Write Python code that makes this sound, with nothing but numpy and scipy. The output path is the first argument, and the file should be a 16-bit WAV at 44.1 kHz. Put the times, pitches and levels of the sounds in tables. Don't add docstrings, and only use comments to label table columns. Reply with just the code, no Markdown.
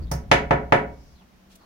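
import sys
import numpy as np
from scipy import signal
from scipy.fft import rfft, irfft, next_fast_len
from scipy.io import wavfile
from scipy.ndimage import uniform_filter1d, map_coordinates

SR = 44100
rng = np.random.default_rng(int(sys.argv[2]) if len(sys.argv) > 2 else 0)


def generate_wav(signal):
    frames = np.transpose(np.atleast_2d(signal))
    scaled = np.clip(frames, -1, 1) * 32767
    pcm = np.round(scaled).astype(np.int16)
    wavfile.write(sys.argv[1], SR, pcm)


N = 72765
T = np.arange(int(.9 * SR)) / SR

# (frequency [Hz], relative level [dB])
AIR_SPECTRUM = [(15, -21.5), (30, -7.5), (100, -19), (220, -14.5), (320, -19.5), (480, -22.5), (760, -22.5),
                (950, -25.5), (1750, -29.5), (3900, -35), (6000, -36.5), (8000, -45.5), (15500, -42.5)]
RUMBLE_SPECTRUM = [(20, -11.5), (40, -1.5), (60, 1), (75, -4), (90, -11), (150, -5), (230, -18), (700, -32),
                   (1500, -43), (5000, -63)]
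# (time [s], level [dB])
DRONE_ENVELOPE = [(0, -30), (0.158, -43), (0.299, -37.5), (.9, -43.5), (.97, -51), (1.16, -52.5),
                  (1.2, -63.5), (1.65, -77.5)]
# (time [s], duration [s], start frequency [Hz], end frequency [Hz], level [dB])
CHIRP_GLIDES = [(0.015, 0.041, 4630, 4400, -60.5), (.06, .045, 3570, 4080, -64.5),
                (1.144, .095, 4410, 2144, -66), (1.595, 0.067, 4400, 4230, -67)]
# (time [s], knock gain [dB], contact cut-off [Hz], thud gain [dB], boom gain [dB],
# steel gain [dB], favoured steel frequency [Hz], tick gain [dB])
HAMMER_BLOWS = [(.1148, -16.5, 1300, -26, -14.5, -39, 8300, -10.5),
                (0.3144, 0.5, 3610, -26.5, -24, -38.5, 10800, -21),
                (0.5083, -1.5, 1490, -24.5, -23.5, -53.5, 8200, -42),
                (0.7223, 1, 1850, -25.5, -21.5, -43.5, 9600, -32)]
# (frequency [Hz], relative level [dB], T60 [s], lift of the knock's spectrum [dB])
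WALL_MODES = [(274.3, -31, 0.62, -2.5), (360.4, -26.5, .35, 0), (389.4, -29.5, 0.39, -2.5),
              (427.4, -23.5, 0.19, 4.5), (554.8, -19.5, 0.27, 11), (642.7, -22.5, 0.23, 5.5),
              (710.6, -21.5, 0.38, 7), (822, -29.5, .22, 5.5), (880, -16, 0.12, 2), (949.4, -33, 0.39, 6.5),
              (1326.6, -22.5, 0.12, 4), (1746, -24, .25, 3.5), (1920, -25.5, .18, 2),
              (2242, -29.5, 0.43, 3), (2624, -38.5, 0.19, 3.5)]
# (frequency [Hz], relative level [dB])
KNOCK_SPECTRUM = [(40, -25), (130, -4), (300, -1.5), (400, -1.5), (550, -2.5), (900, -4.5), (1250, -2.5),
                  (1420, -1.5), (1570, -4), (1700, -6), (2000, -2), (3500, -9), (4400, -12), (6300, -9),
                  (8000, -15.5), (16000, -19)]
TICK_SPECTRUM = [(300, -25), (2000, -12.5), (4100, -16), (5400, -0.5), (6300, -5.5), (7400, -16.5),
                 (10000, -13.5), (16000, -14)]
# (frequency [Hz], relative level [dB], T60 [s])
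STEEL_MODES = [(6245, 0, .23), (8129, -3.5, .14), (9022, -11, .26), (10280, -2, .15), (10370, -4, .14)]
THUD_MODES = [(112.4, -5, 0.22), (135.1, 3, 0.16), (155.3, -3, 0.29), (236.1, -12.5, 0.48)]
# (time [s], half duration [s], centre [Hz], half width [octaves], level [dB])
BRUSHES = [(1.052, .13, 5300, 0.24, -66.5), (1.219, 0.015, 900, 0.37, -59.5),
           (1.524, 0.024, 3500, 0.98, -58.5), (1.559, .006, 5500, 2, -51), (1.63, 0.024, 1000, 0.43, -58)]
# (frequency [Hz], T60 [s])
ROOM_T60 = [(100, 0.55), (260, 0.44), (700, 0.37), (1840, 0.29), (4850, 0.22), (14000, 0.19)]
# (delay [s], relative level [dB], left-right gap [s])
REFLECTIONS = [(.0029, -6.5, 0.0042), (.0044, -2.5, -.0002), (.0073, -6, .0002), (0.0228, -18.5, -.0002),
               (0.0252, -9.5, .0001)]
# (frequency [Hz], coherence [0 to 1])
COHERENCE = [(60, 0.9), (140, 0.83), (280, 0.86), (550, 0.23), (1100, 0), (2200, 0.043), (5000, 0),
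             (14000, 0)]
# (frequency [Hz], level difference [dB])
RIGHT_BALANCE = [(3000, 0.5), (6000, 2.5), (9000, -0.5), (13000, -1)]

AIR_DB, RUMBLE_DB = -57, -0.5
HUM_HZ, HUM_DB, HUM_WIDTH_HZ = 189.9, -60.5, 6.1
DRONE_HZ, WANDER_HZ, WANDERS_PER_S = 59.93, 6.9, 14
CHIRP_BEND, CHIRP_FUZZ, FUZZ_WIDTH_HZ = 1.6, 2.2, 400
KNOCK_DB, TICK_DB, CONTACT_SLOPE = 30, 19, 4.52
PUSH_HZ, PUSH_DB, PUSH_T60_S, PUSH_RISE_S = 671, -7, 0.0075, 0.0008
STEEL_FALL_DB_PER_KHZ, FLUTTER_DEPTH, FLUTTERS_PER_S = 4, .5, 110
THUD_RETURN_S, THUD_RETURN_DB = .031, -2
BOOM_HZ, BOOM_RISE_S, BOOM_DECAY_S = 63.8, 0.045, 0.15
DIRECT_DB, LEFT_LAG_S, PHASE_SPREAD_RAD = -6, 0.00022, 0.33
EARLY_DB, EARLY_T60_S, TAIL_DB, TAIL_RISE_S = 4, 0.059, 3.5, 0.0023
SMOOTHING_HZ, SMALL_REVERB_DB = 45, -6.5


def amp(db):
    return 10 ** (np.asarray(db) / 20)


def unit(x):
    return x / np.sqrt(np.mean(x ** 2) + 1e-20)


def along(points, hz):
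    f, value = np.transpose(points)
    return np.interp(np.log(hz + 1), np.log(f + 1), value)


def coloured(x, gain):
    size = 2 * next_fast_len(x.shape[-1])
    cepstrum = irfft(np.log(np.maximum(gain(np.fft.rfftfreq(size, 1 / SR)), 1e-6)))
    cepstrum[1:size // 2] *= 2
    cepstrum[size // 2 + 1:] = 0
    return irfft(rfft(x, size) * np.exp(rfft(cepstrum)), size)[..., :x.shape[-1]]


def noise(size):
    angle = np.arccos(along(COHERENCE, np.fft.rfftfreq(size, 1 / SR))) / 2
    mid, side = irfft(rfft(rng.standard_normal((2, size))) * [np.cos(angle), np.sin(angle)], size)
    return np.array([mid + side, mid - side])


def steady_noise(spectrum):
    return unit(coloured(noise(N + len(T)), lambda hz: amp(along(spectrum, hz)))[:, -N:])


def add(out, s, x):
    i = round(s * SR)
    out[:, i:i + x.shape[1]] += x[:, :N - i]


def ring(modes, rise_s):
    out = np.zeros((2, len(T)))
    for hz, db, t60 in modes:
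        incoherence = 1 - along(COHERENCE, hz)
        phase = rng.uniform(-np.pi, np.pi) + PHASE_SPREAD_RAD * rng.choice([-1, 1]) * np.array([[1], [-1]])
        out += amp(db - 60 * T / t60) * np.sin(2 * np.pi * hz * T + incoherence * phase)
    return out * (1 - np.exp(-T / rise_s))


def drone():
    t = np.arange(N) / SR
    wander = map_coordinates(rng.standard_normal(N // 100), [t * WANDERS_PER_S])
    cycles = np.cumsum(DRONE_HZ + WANDER_HZ * wander) / SR + rng.random()
    tone = unit(np.sin(2 * np.pi * cycles))
    envelope = amp(np.interp(t, *np.transpose(DRONE_ENVELOPE)))
    return envelope * (tone + amp(RUMBLE_DB) * steady_noise(RUMBLE_SPECTRUM))


def room_noise():
    hum = coloured(noise(2 * N), lambda hz: 1 / (1 + ((hz - HUM_HZ) / HUM_WIDTH_HZ) ** 2))[:, N:]
    return amp(AIR_DB) * steady_noise(AIR_SPECTRUM) + amp(HUM_DB) * unit(hum)


def chirps():
    out = np.zeros((2, N))
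    for s, length, start_hz, end_hz, db in CHIRP_GLIDES:
        progress = np.linspace(0, 1, int(length * SR))
        phase = 2 * np.pi * np.cumsum(start_hz + (end_hz - start_hz) * progress ** CHIRP_BEND) / SR
        fuzz = coloured(rng.standard_normal((2, len(T))), lambda hz: 1 / (1 + (hz / FUZZ_WIDTH_HZ) ** 2))
        whistle = unit((1 + CHIRP_FUZZ * unit(fuzz)[:, -len(phase):]) * np.sin(phase))
        add(out, s, amp(db) * whistle * np.sqrt(np.abs(np.sin(np.pi * progress))))
    return out


def room_response():
    hz, t, spectra = signal.stft(noise(len(T)), SR, nperseg=256)
    decay = amp(-60 * t / along(ROOM_T60, hz)[:, None])
    tail = signal.istft(spectra * decay, SR, nperseg=256)[1][:, :len(T)]
    tail = unit(tail * (1 - np.exp(-T / TAIL_RISE_S)))
    early = unit(noise(len(T)) * amp(-60 * T / EARLY_T60_S))
    path = (amp(TAIL_DB) * tail + amp(EARLY_DB) * early) / np.sqrt(len(T))
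    for delay, db, gap in [(LEFT_LAG_S, DIRECT_DB, LEFT_LAG_S)] + REFLECTIONS:
        path += amp(db) * np.sinc((T - delay - gap * np.array([[.5], [-.5]])) * SR)
    power = uniform_filter1d(np.mean(np.abs(rfft(path)) ** 2, axis=0), int(SMOOTHING_HZ * T[-1]))
    return coloured(path, lambda hz: np.interp(hz, np.fft.rfftfreq(len(T), 1 / SR), np.abs(power)) ** -.5)


def wall_knock(relative_width=.05):
    def gain(hz):
        peaks = sum(lift * np.exp(-((hz / f - 1) / relative_width) ** 2) for f, _, _, lift in WALL_MODES)
        return amp(along(KNOCK_SPECTRUM, hz) + peaks)

    burst = amp(KNOCK_DB) * coloured(room_response(), gain)
    push_envelope = amp(PUSH_DB - 60 * T / PUSH_T60_S) * (1 - np.exp(-T / PUSH_RISE_S))
    push = push_envelope * np.sin(2 * np.pi * PUSH_HZ * T)
    return burst + push + ring([mode[:3] for mode in WALL_MODES], rise_s=0.0024)


def contact_tick():
    return amp(TICK_DB) * coloured(room_response(), lambda hz: amp(along(TICK_SPECTRUM, hz)))


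def steel_ring(favoured_hz):
    modes = [(hz, db - STEEL_FALL_DB_PER_KHZ * abs(hz - favoured_hz) / 1000, t60)
             for hz, db, t60 in STEEL_MODES]
    steel = ring(modes, rise_s=0.00078)
    flutter = rng.standard_normal((2, int(FLUTTERS_PER_S * T[-1])))
    return steel * (1 + FLUTTER_DEPTH * signal.resample(flutter, len(T), axis=1))


def wall_thud():
    return ring(THUD_MODES, rise_s=0.0015)


def room_boom(db):
    return ring([(BOOM_HZ, db, BOOM_DECAY_S)], BOOM_RISE_S) * (1 + T / BOOM_RISE_S) ** 2


def hammer():
    out = np.zeros((2, N))
    response = wall_knock()
    for s, db, contact_hz, thud_db, boom_db, steel_db, steel_hz, tick_db in HAMMER_BLOWS:
        knock = amp(db) * coloured(response, lambda hz: (1 + (hz / contact_hz) ** CONTACT_SLOPE) ** -.5)
        tick = amp(tick_db) * contact_tick()
        steel = amp(steel_db) * steel_ring(steel_hz)
        thud = amp(thud_db) * wall_thud()
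        add(out, s, knock + tick + steel + thud + room_boom(boom_db))
        add(out, s + THUD_RETURN_S, amp(THUD_RETURN_DB) * thud)
    return np.array([coloured(channel, lambda hz: amp(side * along(RIGHT_BALANCE, hz)))
                     for channel, side in zip(out, (-.5, .5))])


def sleeve_brushes():
    t, out = np.arange(N) / SR, np.zeros((2, N))
    for s, half, centre_hz, width, db in BRUSHES:
        band = unit(coloured(noise(N), lambda hz: 1 / (1 + (np.log2((hz + 1) / centre_hz) / width) ** 2)))
        out += amp(db) * np.exp(-((t - s) / half) ** 2) * band
    return out


def scene():
    small = chirps() + sleeve_brushes()
    path = room_response()
    reverb = signal.fftconvolve(small, path / np.linalg.norm(path[0]), axes=1)[:, :N]
    return hammer() + drone() + room_noise() + small + amp(SMALL_REVERB_DB) * reverb


def record(dry):
    ceiling, top_hz = 1.1, 15900
    rounded = dry / (1 + np.abs(dry / ceiling) ** 6) ** (1 / 6)
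    size = 2 * next_fast_len(N)
    return irfft(rfft(rounded, size) * (np.fft.rfftfreq(size, 1 / SR) < top_hz), size)[:, :N]


dry = scene()
out = record(dry)
generate_wav(out)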